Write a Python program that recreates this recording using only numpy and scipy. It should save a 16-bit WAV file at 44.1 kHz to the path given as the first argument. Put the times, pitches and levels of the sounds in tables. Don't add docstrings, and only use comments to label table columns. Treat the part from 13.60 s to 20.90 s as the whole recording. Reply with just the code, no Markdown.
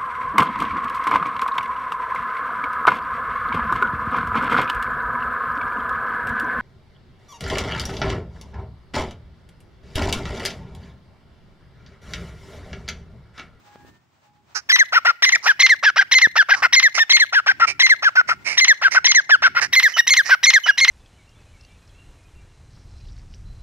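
import sys
import numpy as np
from scipy import signal
from scipy.fft import rfft, irfft, next_fast_len
from scipy.io import wavfile
from scipy.ndimage import uniform_filter1d, minimum_filter1d, map_coordinates

SR = 44100
rng = np.random.default_rng(int(sys.argv[2]) if len(sys.argv) > 2 else 0)


def wav_record(signal):
    frames = np.transpose(np.atleast_2d(signal))
    bounded = np.clip(frames, -1, 1)
    quanta = np.round(bounded * 32767).astype(np.int16)
    wavfile.write(sys.argv[1], SR, quanta)


N = 321930

# share of the yelp's length, pitch as a ratio to the end of the
# note before, level in dB over that note (a phrase adds 7 dB).
YELP = [(0.149, 1.3, -3.5), (.35, 1.27, -8), (.8, .92, -5.5)]
EDGE_S = 0.0033


def amp(db):
    return 10 ** (np.asarray(db) / 20)


def unit(x):
    return x / np.sqrt(np.mean(x ** 2) + 1e-20)


def along(points, hz):
    f, v = np.transpose(points)
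    return np.interp(np.log(hz + 1), np.log(f + 1), v)


def curves(rows):
    s, *cols = np.transpose(sorted(rows))
    return [np.interp(np.arange(N) / SR, s, c) for c in cols]


def wobble(rate):
    knots = rng.standard_normal(int(N * rate / SR) + 4)
    return map_coordinates(knots, [np.arange(N) * rate / SR])


def filtered(x, response):
    m = next_fast_len(x.shape[-1] + 8192)
    spectrum = rfft(x, m) * response(np.fft.rfftfreq(m, 1 / SR))
    return irfft(spectrum, m)[..., :x.shape[-1]]


def modes(table):
    def response(f):
        return sum((-1) ** k * amp(db) * 1j * f * w / (c * c - f * f + 1j * f * w)
                   for k, (c, w, db) in enumerate(table))
    return response


def francolin():
    # centre in Hz, width in Hz, level in dB. The first is low, the next
    throat = [(778, 2040, -14), (1404, 297, 5), (1852, 388, 8.5), (2770, 1080, -2), (4170, 1680, -7),
              (5533, 314, -3), (12650, 2500, -22.5)]
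    # partial number, level in dB before half of
    # the 2nd partial's dB is added.
    overtones = [(4, -25.5), (5, -33.5), (6, -27), (7, -26.5)]
    # frequency in Hz, relative level in dB.
    breath_colour = [(300, -6), (900, -45), (2000, -11.5), (4000, 9), (6300, 7.5), (7500, -48.5),
                     (13000, -23.5), (16000, -42)]
    dulling = 0.17

    hz, db, croak_hz, croak_db, h2, h3, rough, croak_rough, limp = song()
    phase = 2 * np.pi * np.cumsum(hz * (1 + 0.03946 * rough * wobble(300))) / SR
    tone = np.cos(phase)
    tone = tone + amp(h2 + wobble(190)) * np.cos(2 * phase + .5)
    tone = tone + amp(h3 + 2.7 * wobble(180)) * np.cos(3 * phase + 1.9)
    fuzz = sum(amp(level + .5 * h2) * (.6 - rough + wobble(900)) * np.cos(k * phase) for k, level in overtones)
    whistle_db = db + .5 * wobble(60) + rough * (6 * wobble(330) - 14 * rough)
    whistle = np.sqrt(2) * amp(whistle_db) * (tone + fuzz)

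    slaps = pulses(croak_hz * (1 + .04 * wobble(170)), croak_rough, limp)
    slack, taut = (filtered(slaps, modes([throat[0], ring])) for ring in throat[1:3])
    stretch = np.clip(croak_hz / 400 - 1.6, 0, 1)
    low = slack + stretch * (taut - slack)
    high = stretch * filtered(slaps, modes(throat[3:]))
    croak = amp(croak_db) * (low + amp(7.0 + dulling * h2) * high) / np.std(low)

    air = unit(filtered(rng.standard_normal(N), lambda f: amp(along(breath_colour, f))))
    breath = amp(np.maximum(db - 13.0, croak_db) - 13 + dulling * h2 + 4 * wobble(250)) * air
    return filtered(whistle + croak + breath, lambda f: 1 / (1 + (330 / (f + 1)) ** 6))


def song():
    # flat note's start in seconds, beat from there to the
    # fall in seconds, fall length in seconds, closing yelp length in seconds, arch, flat and fall-end pitch
    # in Hz, arch, flat and fall level in dB, 2nd and 3rd partial in dB.
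    phrases = [(1.129, 0.061, 0.038, 0.0003, 1767, 2001, 1579, -18.5, -8.5, -9.5, -11.5, -13.5),
               (1.662, 0.061, 0.026, 0.014, 1955, 2048, 1823, -4.5, -14, -11.5, -14.5, -13),
               (2.033, 0.062, .045, 0.0029, 2115, 2082, 1627, -14.5, -7.5, -10, -11.5, -15.5),
               (2.552, 0.066, 0.046, 0.0019, 2058, 2071, 1660, -15.5, -9, -8.5, -9.5, -14),
               (3.164, 0.066, 0.048, 0, 1982, 2081, 1631, -14, -9.5, -10, -10.5, -12),
               (3.534, 0.065, 0.041, 0, 2067, 2122, 1590, -13.5, -9, -12, -3, -13),
               (4.233, 0.064, 0.041, 0, 2008, 2076, 1571, -13, -8.5, -9.5, -10.5, -18),
               (5.011, 0.07, 0.045, 0.00071, 1970, 2067, 1600, -17, -11.5, -8.5, -8.5, -9),
               (5.483, .066, .051, 0.0028, 2003, 2111, 1569, -8, -14, -10.5, -10.5, -6),
               (6.164, 0.067, 0.048, 0.0019, 1981, 2075, 1570, -19.5, -9.5, -11, -10.5, -17),
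               (6.507, 0.061, 0.045, 0, 2042, 2121, 1536, -22.5, -11, -12, -7.5, -10.5),
               (6.869, 0.068, 0.045, 0.0031, 2012, 2114, 1550, -19, -9.5, -10, -8, -10.5),
               (7.213, 0.068, 0.058, 0.00099, 2054, 2121, 1624, -21.5, -10.5, -10.5, -8.5, -12.5)]
    # start, croak length, whistle length and closing yelp length in seconds, pitch and
    # end pitch in Hz, croak, whistle and 2nd partial level in dB, roughness from 0 to 1.
    barks = [(1.323, 0.037, 0.028, 0.00074, 1496, 1314, -9, -8, -28.5, 0.35),
             (1.449, 0.027, 0.035, 0.003, 1438, 1346, -6.5, -9.5, -39, 0.33),
             (1.858, 0.029, 0.033, 0.00098, 1741, 1500, -6, -10, -21, 0.15),
             (2.228, 0.03, 0.039, 0.0047, 1750, 1461, -8.5, -11, -18, 0.19),
             (2.36, 0.027, 0.021, 0.021, 1600, 1583, -8.5, -8.5, -18, 0.11),
             (2.756, 0.03, 0.036, 0.0052, 1782, 1447, -7, -9.5, -18, 0.03),
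             (2.887, 0.028, 0.018, 0.021, 1649, 1589, -8, -7.5, -25.5, 0.15),
             (3.022, 0.018, 0.023, 0.004, 1494, 1369, -6, -5, -77, 0.75),
             (3.376, 0.021, 0.038, 0, 1832, 1765, -7.5, -13.5, -12, 0.11),
             (3.725, 0.03, 0.041, 0.0037, 1717, 1390, -10.5, -12, -19.5, 0.17),
             (3.862, 0.023, 0.023, 0.013, 1563, 1558, -9, -9, -23.5, 0.24),
             (3.998, 0.016, 0.041, 0, 1394, 1332, -11.5, -8.5, -49.5, 0.43),
             (4.423, 0.028, 0.037, 0.0036, 1724, 1361, -12, -11.5, -22.5, 0.17),
             (4.554, 0.015, 0.04, 0.0035, 1539, 1428, -12.5, -8.5, -39, 0.23),
             (4.689, 0.01, 0.029, 0.0063, 1435, 1335, -8, -14.5, -55.5, 0.61),
             (5.215, 0.03, 0.033, 0.0041, 1652, 1425, -11, -10, -24.5, 0.2),
             (5.345, 0.02, 0.021, 0, 1543, 1442, -7.5, -5.5, -57, 0.28),
             (5.693, 0.02, 0.044, 0.0026, 1788, 1409, -8, -8.5, -17.5, 0.06),
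             (5.821, 0.02, 0.033, 0.0054, 1583, 1401, -9, -6.5, -23.5, 0.39),
             (5.948, 0.013, 0.04, 0.0031, 1498, 1387, -19.5, -11, -48, 0.75),
             (6.365, 0.023, 0.019, 0.0013, 1916, 1836, -12.5, -7.5, -10.5, 0.09),
             (6.691, 0.021, 0.037, 0.0013, 1617, 1429, -9, -6.5, -32, 0.28),
             (7.059, 0.027, 0.023, 0.0021, 1712, 1579, -12, -7.5, -19, 0.08)]
    rows = sum([phrase(*row) for row in phrases] + [bark(*row) for row in barks], [])
    return uniform_filter1d(curves(rows), size=44)


def phrase(s, beat, fall, yelp, arch_hz, hz, end_hz, arch_db, flat_db, fall_db, h2, h3):
    # seconds from the mark, pitch ratio, whistle level in dB,
    # croak pitch in Hz, croak level in dB, beak opening in dB.
    arch = [(-.0105, 0.93, -94, 706.7, -80, -14), (-.009, 1, -91, 749.3, -4, -19.5),
            (-.0065, .9, -39, 900.6, -10.5, 12), (-.002, .93, -27, 1082, -1, 13.5),
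            (.002, 0.98, 10, 1033, -6, 5), (.007, 1, 5.5, 1050, -27, 7), (.014, .86, -2.5, 1047, -14, 11),
            (.02, .74, -14, 1117, 0, 14.5)]
    flat_in = [(-.004, .95, -24.5, 1101, -13.5, 0.0073), (-.001, 1.005, 1.5, 1111, -39, 0.025),
               (.003, 1.015, -1.5, 1056, -45.5, 0.0073)]
    flat_out = [(-.005, 0.99, -1, 1048, -31, 0.5), (-.001, 1, 11.5, 998.5, -1, 6),
                (.005, .55, -10.5, 950, -20, 11), (.013, .45, -47, 849.3, -24.5, 37)]
    fall_in = [(-.01, .45, -30, 799.8, -25.5, 0.74), (-.003, .6, -24.5, 995, -16, 0.76),
               (.001, .99, -3, 1050, -11.5, 1), (.01, 1, 0, 1047, -41, 0.68)]
    fall_out = [(-.012, 1.09, 2.5, 839.2, -36, -10), (0, 1, -2.5, 747.5, -26.5, -13),
                (.007, .9, -61.5, 601.9, -19, -30), (.014, .9, -95, 500, -43.5, -13),
                (.02, .9, -51, 499.3, -72.5, -4)]
    close = fall_out
    if yelp > EDGE_S:
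        cry = [(u * yelp, ratio, g + 7, 750, -14, 0) for u, ratio, g in YELP]
        close = fall_out[:2] + cry + [(yelp + dt, *r) for dt, *r in fall_out[2:]]
    marks = [(s - .03, arch_hz, arch_db, arch),
             (s, hz, flat_db, flat_in),
             (s + .51 * beat, hz, flat_db, flat_out),
             (s + beat, 2113, fall_db, fall_in),
             (s + beat + fall, end_hz, fall_db, close)]
    rows = []
    for at, pitch, db, shape in marks:
        for dt, ratio, tone_db, croak_hz, croak_db, beak_db in shape:
            rough = .05 if tone_db > -9 else .5
            rows.append((at + dt, ratio * pitch, db + tone_db, croak_hz, db + croak_db,
                         h2 + max(beak_db, 1.27 * beak_db), h3 + 1.26 * beak_db, rough, .22, .3))
    return rows


def bark(s, croak, hold, yelp, f0, f1, croak_db, db, h2, rough):
    # share of its length, pitch in Hz, level in dB over the note's croak level.
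    croak_rise = [(0, 478.5, -13.5), (.3, 701.4, -3.5), (.65, 900, -8), (.9, 1003, -8.5)]
    silent = -90
    below, limp = 2 / 3, .5
    b, b1 = s + croak, s + croak + hold
    under = db - 10.0 - 30 * np.exp(-6 * rough)
    close, end = db - 15, b1 + yelp + 0.0077
    shape = [(s - EDGE_S, f0, silent, 450, silent, 0)]
    shape += [(s + u * croak, u * f0, db - 90 * (1.04 - u), hz, croak_db + g, u * u * limp)
              for u, hz, g in croak_rise]
    shape += [(b + EDGE_S, f0, db, below * f0, under, limp),
              ((b + b1) / 2, .62 * f0 + .38 * f1, db + 4.0, 0.75 * f0, under, limp),
              (b1 - EDGE_S, f1, db, below * f1, under, limp),
              (b1 + EDGE_S / 2, 0.84 * f1, db - 19.0, .5 * f1, close, 0)]
    if yelp > EDGE_S:
        shape += [(b1 + EDGE_S / 2 + u * yelp, ratio * f1, db + g, .5 * f1, close + 4, 0)
                  for u, ratio, g in YELP]
    shape += [(end, f1, -60, 0.31 * f1, -45, 0), (end + EDGE_S, 0.76 * f1, silent, 450, silent, 0)]
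    croak_rough = .09 + .3 * rough
    return [row[:-1] + (h2, h2 - 1.5 - 170 * max(row[0] - b, 0), rough, croak_rough, row[-1]) for row in shape]


def pulses(hz, rough, limp=0):
    n = len(hz)
    cycles = np.cumsum(hz) / SR
    scatter = rng.standard_normal((int(cycles[-1]) + 2, 2))[cycles.astype(int)]
    turn = cycles % 1 - .5 - np.clip(.2 * rough * scatter[:, 0], -.4, .4)
    slap = np.sinc(turn * SR / hz * .8) * np.sqrt(SR / hz) * amp(4 * rough * scatter[:, 1])
    slap = slap * (1 + limp * (-1) ** cycles.astype(int))
    return slap + .5 * rough * np.exp(-(turn / .2) ** 2) * rng.standard_normal(n)


def second_bird():
    # start and nominal end in seconds, pulse rate and end pulse rate in Hz, throat
    # resonance in Hz, level in dB, beak brightness in dB, roughness from 0 to about 1.
    rasps = [(0.947, 0.995, 520, 409, 1480, -28, -4, 0.2), (1.827, 1.936, 426.3, 430.6, 1150, -33, -4, 0.4),
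             (2.955, 3.017, 405, 359, 1198, -36.5, -10, 0.6),
             (3.342, 3.388, 378, 413, 2060, -25.5, -6.5, 0.5),
             (4.069, 4.123, 421.6, 413, 2340, -24.5, -12.5, 0.6),
             (4.674, 4.738, 319, 374, 2010, -31.5, -13.5, 0.3),
             (4.846, 4.989, 306.2, 460, 2206, -26.5, -13, 0.8),
             (5.307, 5.388, 275.2, 476.4, 2032, -27, -6, 0.8),
             (6.009, 6.06, 409.3, 391, 1778, -22, -11.5, 0.6),
             (6.262, 6.358, 402, 426, 1890, -36.5, -9, 1.1),
             (6.645, 6.738, 371.4, 461, 1862, -31.5, -7.5, 0.7)]
    # start and end in seconds, start pitch and pitch approached in Hz, level and end
    # level in dB, 2nd partial in dB.
    pipes = [(6.336, 6.46, 3060, 2860, -25, -47, -7), (7.034, 7.164, 3060, 2830, -24, -45, -11)]
    # centre in Hz, width in Hz, level in dB before the beak brightness is added.
    beak = [(5320, 1090, 9), (6200, 2070, 3), (8300, 20000, -13.5)]
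    # centre in Hz, width in Hz, depth as dB under total.
    dip = (3400, 1300, -1.2)
    out, flutter_db = np.zeros(N + SR), 2.5 * wobble(200)
    for s, end, hz0, hz1, throat_hz, db, beak_db, rough in rasps:
        u = np.linspace(0, 1, round((end - s + 0.0221) * SR))
        tract = modes([(600, 500, -17), (throat_hz, 200, 8)] + [(c, w, g + beak_db) for c, w, g in beak])
        swell = np.clip(u / 0.14, .2, 1) * np.clip((.9 - u) / 0.58, 0, 1) ** 1.38
        slaps = pulses(hz0 + (hz1 - hz0) * np.clip(3 * u, 0, 1), rough)
        train = (slaps + 1.3 * rough * rng.standard_normal(len(u))) * swell
        rasp = filtered(train, lambda f: tract(f) * (1 - modes([dip])(f)) / (1 + (f / 10800) ** 10))
        out[round(s * SR):][:len(u)] += amp(db) * unit(rasp)
    for s, end, hz0, hz1, db0, db1, h2 in pipes:
        u = np.linspace(0, 1, round((end - s) * SR))
        phase = 2 * np.pi * np.cumsum(hz1 + (hz0 - hz1) * np.exp(-3 * u)) / SR
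        edge = np.clip(np.minimum(u / 0.05, (1 - u) / 0.03), 0, 1)
        level_db = db0 + (db1 - db0) * u * np.sqrt(u) + flutter_db[round(s * SR):][:len(u)]
        tone = np.cos(phase) + amp(h2) * np.cos(2 * phase)
        out[round(s * SR):][:len(u)] += amp(level_db) * edge * tone
    return out[:N]


def heard(x, lag_ms, pan_db):
    # frequency in Hz, further left lag in radians.
    ports = [(860, -0.35), (1640, 0.45), (2330, -0.046), (3880, -0.31), (6100, -0.63)]
    side = np.array([[1], [-1]]) / 2
    at = np.arange(N) - side * lag_ms * SR / 1000
    both = amp(side * pan_db) * map_coordinates(x, [at], order=3)
    return filtered(both, lambda f: np.exp(-1j * side * along(ports, f)))


def yard(x):
    # delay in seconds, level in dB before decay.
    echoes = [(0.055, -23.5), (0.099, -12), (0.131, -6)]
    # delay in seconds, level in dB before decay.
    ground = (.003, -15)
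    # frequency in Hz, time in seconds to fall by 60 dB.
    decay = [(500, 0.013), (2000, 0.26), (6000, 0.19), (12000, 0.33)]
    grain = np.array([[.9, 1], [.9, -0.87]]) @ rng.standard_normal((2, SR // 2))
    hz, t, z = signal.stft(grain, SR, nperseg=256)
    walls = sum(amp(db) * np.exp(-((t - s) / .005) ** 2) for s, db in echoes + [ground])
    diffuse = amp(-29) * (t > .015)
    shape = (walls + diffuse) * amp(-60 * t / along(decay, hz)[:, None])
    tail = signal.istft(z * shape, SR, nperseg=256)[1] / 20
    return signal.fftconvolve(x[None], tail, axes=1)[:, :N]


def outdoors():
    # time in seconds, level in dB.
    gusts = [(0, -54.5), (.3, -54.5), (.47, -66), (1.2, -65.5), (2.5, -61), (3.03, -59), (3.25, -69),
             (3.9, -58), (4.2, -52), (4.35, -65), (4.9, -51), (5.1, -68), (5.4, -55.5), (5.6, -59.5),
             (6.06, -53), (6.25, -63.5), (7.3, -59.5)]
    # time in seconds, level in dB.
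    rustle = [(0, -58), (.12, -54.5), (.26, -54.5), (.45, -69.5), (.6, -64), (.8, -69), (.94, -62),
              (1.3, -59.5)]
    # frequency in Hz, relative density in dB per Hz.
    rumble = [(25, -38), (62, -10), (81, -7.5), (130, -6.5), (172, -12), (400, -17), (520, -52.5),]
    hiss = [(180, -55), (300, -28.5), (620, -17), (877, -14.5), (7620, -32.5), (11700, -56), (15500, -34.5)]
    # start and end in seconds, pitch in Hz, level in dB.
    hums = [(0.025, .3, 827, -53.5), (0.04, 0.315, 1654, -59), (0.22, 0.434, 1800, -61.5),
            (0.626, 0.88, 832, -66)]
    # time in seconds, level in dB, rate in Hz.
    thumps = [(.158, -26.5, 500), (0.249, -33, 246), (2.672, -16.5, 325.5)]
    t = np.arange(N) / SR
    out = amp(curves(gusts)[0] + 4 * wobble(8)) * noise(rumble, alike=.55)
    out += amp(curves(rustle)[0] + 3.4 * wobble(28.0)) * noise(hiss, alike=0.16)
    for s, end, hz, db in hums:
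        fade = np.clip(np.minimum((t - s) / 0.043, (end - t) / 0.085), 0, 1)
        out += amp(db + 3.4 * wobble(28.7)) * fade * np.sin(2 * np.pi * hz * t)
    for s, db, hz in thumps:
        u = np.clip(t - s, 0, 1) * 2 * np.pi * hz
        out += amp(db) * np.e * u * (1 - u / 2.2) * np.exp(-u)
    return out


def noise(spectrum, alike):
    mid, side = filtered(rng.standard_normal((2, N)), lambda f: amp(along(spectrum, f)))
    turn = np.arccos(np.clip(alike, 0, 1)) / 2
    return unit(np.cos(turn) * mid + np.array([[1], [-1]]) * np.sin(turn) * side)


def scene():
    # time in seconds, left lag in milliseconds.
    sway = [(1.1, 0.15), (1.9, 0.093), (2.1, 0.035), (2.65, 0.07), (3.1, 0.067), (3.45, 0.12), (4.1, 0.12),
            (4.6, 0.15), (5.1, 0.097), (5.8, 0.12), (6.3, 0.053), (7.3, 0.039)]
    # time in seconds, left level over right in dB.
    lean = [(1.2, 2), (2.25, .3), (3, 1.4), (5.7, .8), (6.2, -.4)]
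    # time in seconds, gain of the top treble in dB.
    facing = [(1, -6), (5.9, -14.5), (6.3, 8), (7.3, -3.5)]
    (lag_ms,), (pan_db,) = curves(sway), curves(lean)
    near, other = francolin(), second_bird()
    top = filtered(near, lambda hz: 1 / (1 + (8500 / (hz + 1)) ** 8))
    near = near + (amp(curves(facing)[0]) - 1) * top
    return heard(near, lag_ms, pan_db) + heard(other, lag_ms, -9.5) + yard(near + other) + outdoors()


def record(dry):
    level = np.sqrt(np.abs(uniform_filter1d(np.mean(dry ** 2, axis=0), size=128)))
    need = np.minimum(1, amp(-11.0) / (level + 1e-9)) ** 0.19
    held = dry * uniform_filter1d(minimum_filter1d(need, size=400, origin=120), size=200)
    room = np.minimum(1, .88 / (np.abs(held).max(axis=0) + 1e-9))
    rounded = held * uniform_filter1d(minimum_filter1d(room, size=129), size=129)
    return filtered(rounded, lambda hz: (hz < 15700) / (1 + (55 / (hz + 1)) ** 4))


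dry = scene()
out = record(dry)
wav_record(out)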